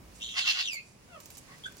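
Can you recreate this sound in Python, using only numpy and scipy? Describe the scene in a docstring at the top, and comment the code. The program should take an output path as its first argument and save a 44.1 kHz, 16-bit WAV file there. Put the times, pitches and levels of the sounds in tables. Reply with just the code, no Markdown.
"""A bare yard outdoors, where young guinea fowl forage over a low rumble, a hiss and a dying puff of wind.
One bird gives a trilled whistle, a swept and pulsed tone, that sags into a falling note, still beating in
loudness while its pitch swing shrinks. Three harsh rasps, rough pulses ringing a throat, cross its middle;
a faint low one comes later. Soft clucks, a peep and a quiet moan are gliding tones; pecks and leaf rustles
are short bursts of noise. Ground and walls scatter the sound into two spaced microphones."""
import sys
import numpy as np
from scipy import signal
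from scipy.fft import rfft, irfft
from scipy.io import wavfile
from scipy.ndimage import uniform_filter1d

SR = 44100
rng = np.random.default_rng(int(sys.argv[2]) if len(sys.argv) > 2 else 0)


def to_wav(sig):
    """Store sig (one row per channel, or 1-D mono) as 16-bit WAV at the path in sys.argv[1].

    Samples outside -1..1 are clipped; the rate is SR.
    """
    pcm = np.clip(np.atleast_2d(sig), -1, 1) * 32767
    pcm = np.round(pcm).astype(np.int16)
    wavfile.write(sys.argv[1], SR, pcm.T)  # frames by channels


N = 79380


def undb(db):
    """Turn decibels into gain."""
    return 10 ** (np.asarray(db) / 20)


def unit(x):
    """Scale to an average (rms) level of 1."""
    return x / np.sqrt(np.mean(x ** 2))


def clock():
    """Time of every sample, in seconds."""
    return np.arange(N) / SR


def colour(x, points):
    """Change the tone by a curve of (pitch_hz, level_db) points, joined evenly over log pitch."""
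    hz, db = np.array(points).T
    f = np.fft.rfftfreq(2 * N, 1 / SR)
    gain = undb(np.interp(np.log(f + 1), np.log(hz), db))
    return irfft(rfft(x, 2 * N) * gain)[..., :N]


def ring(x, hz, width):
    """A steep resonance: the same band-pass twice in a row."""
    b, a = signal.iirpeak(min(hz, SR * .45), hz / width, fs=SR)
    return signal.lfilter(b, a, signal.lfilter(b, a, x))


def walk(rate):
    """Smooth random wander with spread 1; a higher rate wanders faster."""
    k = max(int(SR / rate), 1)
    return unit(uniform_filter1d(uniform_filter1d(rng.standard_normal(N), k), k))


def swell(middle, rise, fall, shape=2):
    """A rounded rise and fall; rise and fall are the times to about a third of the peak."""
    t = clock() - middle
    return np.exp(-np.abs(t / np.where(t < 0, rise, fall)) ** shape)


# tone of the background: pitch_hz, relative level_db per Hz
FLOOR = [(15, -19), (25, -10), (59, -2), (161, 0.5), (373, -8), (591, -11), (818, -16.5), (962, -13),
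         (1370, -18.5), (2480, -17), (3250, -21.5), (3820, -21.5), (4490, -20), (5000, -19.5), (7310, -22),
         (9070, -28.5), (10100, -21.5), (11600, -35), (16000, -29.5)]
# background level over time, dipping and recovering: time_s, bass_db, treble_db
FLOOR_LEVEL = [(0, 3, -4.5), (.22, 1.5, 3.5), (.42, -1.5, 4.5), (.62, -4, 2), (.85, -2, -7),
               (1.051, 0, -1.5), (1.3, 1, 2), (1.62, 2, 3.5), (1.8, 2.5, 2.5)]
# tone of the wind: pitch_hz, relative level_db
WIND_COLOUR = [(15, -28), (33, -20), (50, -7), (72, -14), (200, -45.5)]
FLOOR_DB, BASS_EDGE_HZ = -56, 2100  # level before the slow changes; split between bass and treble
FLOOR_SIDE_HZ, BASS_SIDE = 480, 0.22  # stereo difference is mostly above this pitch; share added at all pitches
WIND_DB, WIND_FADE_S = -59, 0.37


def outdoors():
    """Distant rumble and hiss whose levels dip and recover at set times, and a puff of wind that dies away."""
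    mid, side = rng.standard_normal((2, N))
    high_pass = signal.butter(1, FLOOR_SIDE_HZ, "high", fs=SR, output="sos")
    side = BASS_SIDE * rng.standard_normal(N) + signal.sosfilt(high_pass, side)
    air = unit(colour(np.array([mid + side, mid - side]), FLOOR)) * undb(FLOOR_DB)

    low_pass = signal.butter(2, BASS_EDGE_HZ, fs=SR, output="sos")
    bass = signal.sosfiltfilt(low_pass, air)
    treble = air - bass
    times, bass_db, treble_db = np.array(FLOOR_LEVEL).T
    bass_gain = undb(np.interp(clock(), times, bass_db))
    treble_gain = undb(np.interp(clock(), times, treble_db))

    wind = unit(colour(rng.standard_normal(N), WIND_COLOUR)) * undb(WIND_DB)
    wind = wind * swell(0, WIND_FADE_S, WIND_FADE_S, 2.5)
    return bass * bass_gain + treble * treble_gain + wind


# time to fade by 60 dB, and level against the direct sound
EARLY_T60_S, EARLY_DB, LATE_T60_S, LATE_DB = 0.069, 3, 0.35, -8
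MIC_LAG_S = .00019  # direct sound comes this much later on the left


def yard(x):
    """Direct sound reaches two microphones a moment apart; ground scatters it, walls add a short tail."""
    t = clock()[:N // 3]
    ground, walls = rng.standard_normal((2, 2, len(t)))
    response = 0
    for noise, t60, db, start in ((ground, EARLY_T60_S, EARLY_DB, .0005), (walls, LATE_T60_S, LATE_DB, .009)):
        tail = noise * undb(-60 * t / t60) * (t > start)
        response = response + undb(db) * tail / np.linalg.norm(tail, axis=1, keepdims=True)
    direct = np.sinc(SR * (t - np.array([[MIC_LAG_S], [0]])))
    response = response + direct
    response = response / np.linalg.norm(response, axis=1, keepdims=True)
    return signal.fftconvolve(x[None], response, axes=1)[:, :N]


# pecks and scuffs: start_s, decay_s, level_db before the left-right pan
PECKS = [(0.17, 0.0011, -59), (0.731, 0.0036, -42.5), (.747, 0.005, -47), (1.202, 0.0057, -45.5),
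         (1.258, 0.0034, -43), (1.303, 0.009, -48), (1.371, 0.0048, -46), (1.583, .001, -48.5),
         (1.723, 0.0007, -47), (1.769, 0.0023, -46.5)]
# tone of the pecks: pitch_hz, relative level_db
PECK_COLOUR = [(300, -12), (600, -1), (1500, -9.5), (3500, -6.5), (5000, -3.5), (7500, 0), (10500, -22),
               (14000, 2.5), (16000, -15)]
# leaves tugged and brushed: middle_s, half_length_s, level_db before yard and pan, centre_hz
RUSTLES = [(.17, 0.037, -58.5, 6480), (0.737, 0.018, -48.5, 9500), (0.876, 0.063, -62, 6200),
           (1.246, 0.05, -59, 6300), (1.323, 0.016, -58, 8000), (1.355, 0.018, -53.5, 5900),
           (1.381, 0.0059, -49, 7600), (1.444, .015, -80, 14000), (1.669, 0.009, -57.5, 7700),
           (1.797, .025, -52.5, 5850)]
LEAF_GRAINS_PER_S, LEAF_SCATTER_DB = 2000, 2.5
LEAF_WIDTH = 0.86  # width of each band-pass as a share of its centre pitch
PECK_ECHO_DB = -4  # pecks sent into the yard


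def foraging():
    """Beaks and feet tick on dry earth close by; leaves crackle in dense grains."""
    t = clock()
    blows = sum(undb(db) * (t >= at) * np.exp(-np.abs(t - at) / decay) for at, decay, db in PECKS)
    ticks = blows * unit(colour(rng.standard_normal((2, N)), PECK_COLOUR))

    grains = (rng.random(N) < LEAF_GRAINS_PER_S / SR) * rng.standard_normal(N)
    grains = grains * undb(LEAF_SCATTER_DB * rng.standard_normal(N))
    leaves = 0
    for at, half, db, hz in RUSTLES:
        crackle = unit(ring(grains, hz, min(hz * LEAF_WIDTH, SR / 4)))
        leaves = leaves + undb(db) * swell(at, half, half) * crackle
    return ticks + yard(leaves + undb(PECK_ECHO_DB) * ticks[0])


# soft falling moan: time_s, pitch_hz, level_db before flutter and yard
MOAN = [(1.076, 765, -64), (1.102, 725.6, -62), (1.148, 661.5, -50), (1.179, 584, -53.5), (1.197, 560, -62)]
# strength of each harmonic, from the first up: relative level_db
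MOAN_HARMONICS = [-6.5, -4, -17, -13, -19]
MOAN_FLUTTER, MOAN_ROUGH = .5, .005  # depth of the level flutter; pitch scatter as a share of pitch
FLUTTER_HZ = 65.5  # shared by the moan and the chirps


def moan():
    """Another bird's quiet, fluttering note slides down, strongest in its second harmonic."""
    t = clock()
    times, hz, db = np.array(MOAN).T
    pitch = np.interp(t, times, hz) * (1 + MOAN_ROUGH * walk(500))
    phase = 2 * np.pi * np.cumsum(pitch) / SR
    gain = undb(np.interp(t, times, db, left=-120, right=-120))
    tone = unit(sum(undb(level) * np.sin(k * phase) for k, level in enumerate(MOAN_HARMONICS, 1)))
    return gain * tone * (1 + MOAN_FLUTTER * np.sin(2 * np.pi * FLUTTER_HZ * t))


# short tones, first the tonal onsets of the second and third rasps, then small calls:
# start_s, length_s, start_hz, end_hz, level_db before flutter and yard,
# second_harmonic_db, fall_db per further harmonic, flutter (0-1)
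CHIRPS = [(0.437, 0.022, 1468, 1379, -44.5, -21, -12, .1), (0.539, 0.046, 1450, 1476, -49, 1, -9, 0),
          (0.762, 0.0534, 2520, 2416, -42.5, -32, -10, 0.45),
          (1.483, 0.049, 1098, 1144, -57.5, -16, -13, 0.53),
          (1.5, 0.064, 1917, 1987, -58.5, -23, -3.5, 0.39),
          (1.635, 0.0089, 3050, 3570, -45.5, -25, -16, .1),
          (1.644, 0.0079, 3540, 3200, -39, -30, -10, 0.02),
          (1.655, 0.0088, 1566, 1514, -33.5, -19, -3.5, 0),
          (1.656, 0.017, 3500, 3564, -43, -14.5, -22, 0.3)]
CHIRP_ROUGH = .012  # pitch scatter as a share of pitch, when there is no flutter


def chirps():
    """Short gliding tones with a few harmonics, most fluttering: two rasp onsets, then small calls."""
    t, out = clock(), 0
    for at, length, start_hz, end_hz, db, second_db, fall_db, flutter in CHIRPS:
        progress = np.clip((t - at) / length, 0, 1)
        glide = start_hz + (end_hz - start_hz) * progress
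        pitch = glide * (1 + CHIRP_ROUGH * (1 + 2 * flutter) * walk(513))
        phase = 2 * np.pi * np.cumsum(pitch) / SR
        harmonics = sum(undb(second_db + (k - 2) * fall_db) * np.sin(k * phase) for k in range(2, 6))
        tone = np.sin(phase) + harmonics
        pulsing = 1 + flutter * np.sin(2 * np.pi * FLUTTER_HZ * (t - at))
        out = out + undb(db) * np.sqrt(2) * np.sin(np.pi * progress) * tone * pulsing
    return out


# rasps: loudest_s, rise_s, fall_s, level_db before the yard, chest_db against the throat,
# treble_db (with EDGE_DB, against the throat)
RASPS = [(.387, .021, .022, -29.5, -6.5, -40), (0.497, 0.039, 0.025, -27, -10.5, -1.5),
         (.597, 0.038, 0.028, -30.5, -9, -2.5), (1.52, 0.043, 0.047, -65, 9, 0)]
# high throat resonances: pitch_hz, width_hz before broadening, relative level_db
THROAT = [(2890, 530, 5.5), (3530, 290, 1.5), (4220, 1260, 1.5), (5640, 1200, -21)]
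# low chest resonances: pitch_hz, width_hz before broadening, relative level_db
CHEST = [(754, 59, -6.5), (1184, 170, -0.5), (1545, 170, 0.5), (1977, 127, 5)]
# tone of the harsh edge: pitch_hz, relative level_db
EDGE = [(2000, -19), (4500, 11.5), (6500, 4), (8000, -3), (9500, -0.5), (11500, -6), (13500, -4),
        (16000, -23)]
EDGE_DB = -9
RASP_PULSE_HZ, RASP_JITTER, RASP_SCATTER_DB = 720.2, .2, 3  # mean rate; scatter of rate (share) and level
RASP_AIR, RASP_FLUTTER_HZ, RASP_FLUTTER_DB = 0.34, 220, 2.5  # breath noise; random level wander
CHEST_LEAD_S, CHEST_STRETCH, RASP_SHAPE = 0.0091, 0.93, 1.65


def resonate(drive, table):
    """Ring a set of resonances side by side, each broadened 1.35 times."""
    return unit(sum(undb(db) * ring(drive, hz, 1.35 * width) for hz, width, db in table))


def rasps():
    """Chaotic pulses and air ring the throat; the low resonances open a little ahead of the high ones."""
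    cycles = np.cumsum(RASP_PULSE_HZ * (1 + RASP_JITTER * walk(900))) / SR
    # one click each time a cycle completes
    pulses = np.diff(np.floor(cycles), prepend=0) * undb(RASP_SCATTER_DB * walk(700))
    drive = unit(pulses) + RASP_AIR * rng.standard_normal(N)
    drive = drive * undb(RASP_FLUTTER_DB * walk(RASP_FLUTTER_HZ))

    throat = resonate(drive, THROAT)
    chest = resonate(drive, CHEST)
    edge = unit(colour(drive, EDGE))
    out = 0
    for at, rise, fall, db, chest_db, treble_db in RASPS:
        high_swell = swell(at, rise, fall, RASP_SHAPE)
        low_swell = swell(at - CHEST_LEAD_S, rise * CHEST_STRETCH, fall * CHEST_STRETCH, RASP_SHAPE)
        high = high_swell * (throat + undb(EDGE_DB + treble_db) * edge)
        low = low_swell * chest
        out = out + undb(db) * (high + undb(chest_db) * low)
    return out


# trilled whistle: time_s, pitch_hz, level_db before beak and yard, trill_swing_hz, trill_dip (0-1)
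WHISTLE = [(.198, 3195, -60, 432, 0.7), (.22, 3300, -38.5, 477, 0.57), (0.244, 3610, -41.5, 560, 0.93),
           (.29, 3441, -43.5, 498, 0.06), (.345, 3120, -44.5, 430, 0.39), (.415, 3800, -40, 496, .35),
           (0.449, 3498, -38.5, 563, 0.6), (0.533, 3200, -35.5, 380, .45), (.575, 3510, -46.5, 628, 0),
           (0.634, 3799, -41.5, 464, 0.75), (.66, 3385, -39, 378, 0), (.688, 2847, -35.5, 139, 1),
           (.715, 2496, -39.5, 55.7, 0.6), (0.751, 2295, -45, 33, 0.44), (0.774, 2143, -42, 24.8, 0.34),
           (.803, 2133, -67, 25.5, 0), (.817, 2140, -81, 25, .15)]
# overtones of the whistle, from the second harmonic up: level_db against the first
OVERTONES = [-8, -10.5]
# the beak colours the whistle: pitch_hz, level_db
BEAK = [(2000, 0), (3000, -3.5), (3800, 1.5), (4900, 5), (5400, -10), (5950, 0), (6400, -8.5), (7000, 1.5),
        (7700, -12.5), (9000, -18), (10500, -18.5)]
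TRILL_PER_CYCLE, TRILL_JITTER = .0335, 0.046  # trill beats per whistle cycle; random share of that rate
TRILL_CREST_S, TRILL_SHARPNESS = .686, 2  # a beat peaks at this time; higher power makes narrower beats
WHISTLE_ROUGH, WHISTLE_FLICKER_DB = .3, 1.8  # pitch scatter as a share of the swing; level scatter


def whistle():
    """A trill sweeps and pulses a whistle; as the pitch sinks it slows and swings less, still beating."""
    t = clock()
    times, pitch_hz, level_db, swing_hz, dips = np.array(WHISTLE).T
    hz = np.interp(t, times, pitch_hz)
    swing = np.interp(t, times, swing_hz)
    dip = np.clip(np.interp(t, times, dips), 0, 1)
    gain = undb(np.interp(t, times, level_db, left=-120, right=-120))

    trill_hz = TRILL_PER_CYCLE * hz * (1 + TRILL_JITTER * walk(72))
    trill = 2 * np.pi * np.cumsum(trill_hz) / SR
    trill = trill - np.interp(TRILL_CREST_S, t, trill)
    # the pitch sweep is offset a little from the loudness beats
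    sweep = swing * (WHISTLE_ROUGH * walk(1284) - np.sin(trill + 0.41))
    phase = 2 * np.pi * np.cumsum(hz + sweep) / SR

    tone = np.sin(phase) + sum(undb(db) * np.sin(k * phase) for k, db in enumerate(OVERTONES, 2))
    beats = (1 + dip * np.cos(trill)) ** TRILL_SHARPNESS / (1 + dip ** 2)
    flicker = undb(WHISTLE_FLICKER_DB * walk(180))
    return colour(gain * tone * beats * flicker * np.sqrt(2), BEAK)


FORAGING_PAN_DB = -3.5  # left minus right, so foraging leans right


def scene():
    """Mix the calls through the yard, the foraging to the right, and the outdoor background."""
    pan = undb(np.array([[FORAGING_PAN_DB], [-FORAGING_PAN_DB]]) / 2)
    calls = whistle() + rasps() + chirps() + moan()
    return undb(3) * yard(calls) + pan * foraging() + outdoors()


# tone of the left side against the right: pitch_hz, left_minus_right_db
BALANCE = [(200, -0.5), (700, -4.5), (1300, 0), (2800, -4.5), (4500, 2.5), (6500, -2.5), (8500, -6.5),
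           (14000, -2)]
TOP_HZ = 16000


def record(dry):
    """Split the left-right balance evenly between the two microphones and cut the top."""
    sides = []
    for x, sign in zip(dry, (1, -1)):
        sides.append(colour(x, [(hz, sign * db / 2) for hz, db in BALANCE]))
    low_pass = signal.ellip(8, .2, 70, TOP_HZ, fs=SR, output="sos")
    return signal.sosfilt(low_pass, np.array(sides))


dry = scene()
out = record(dry)
to_wav(out)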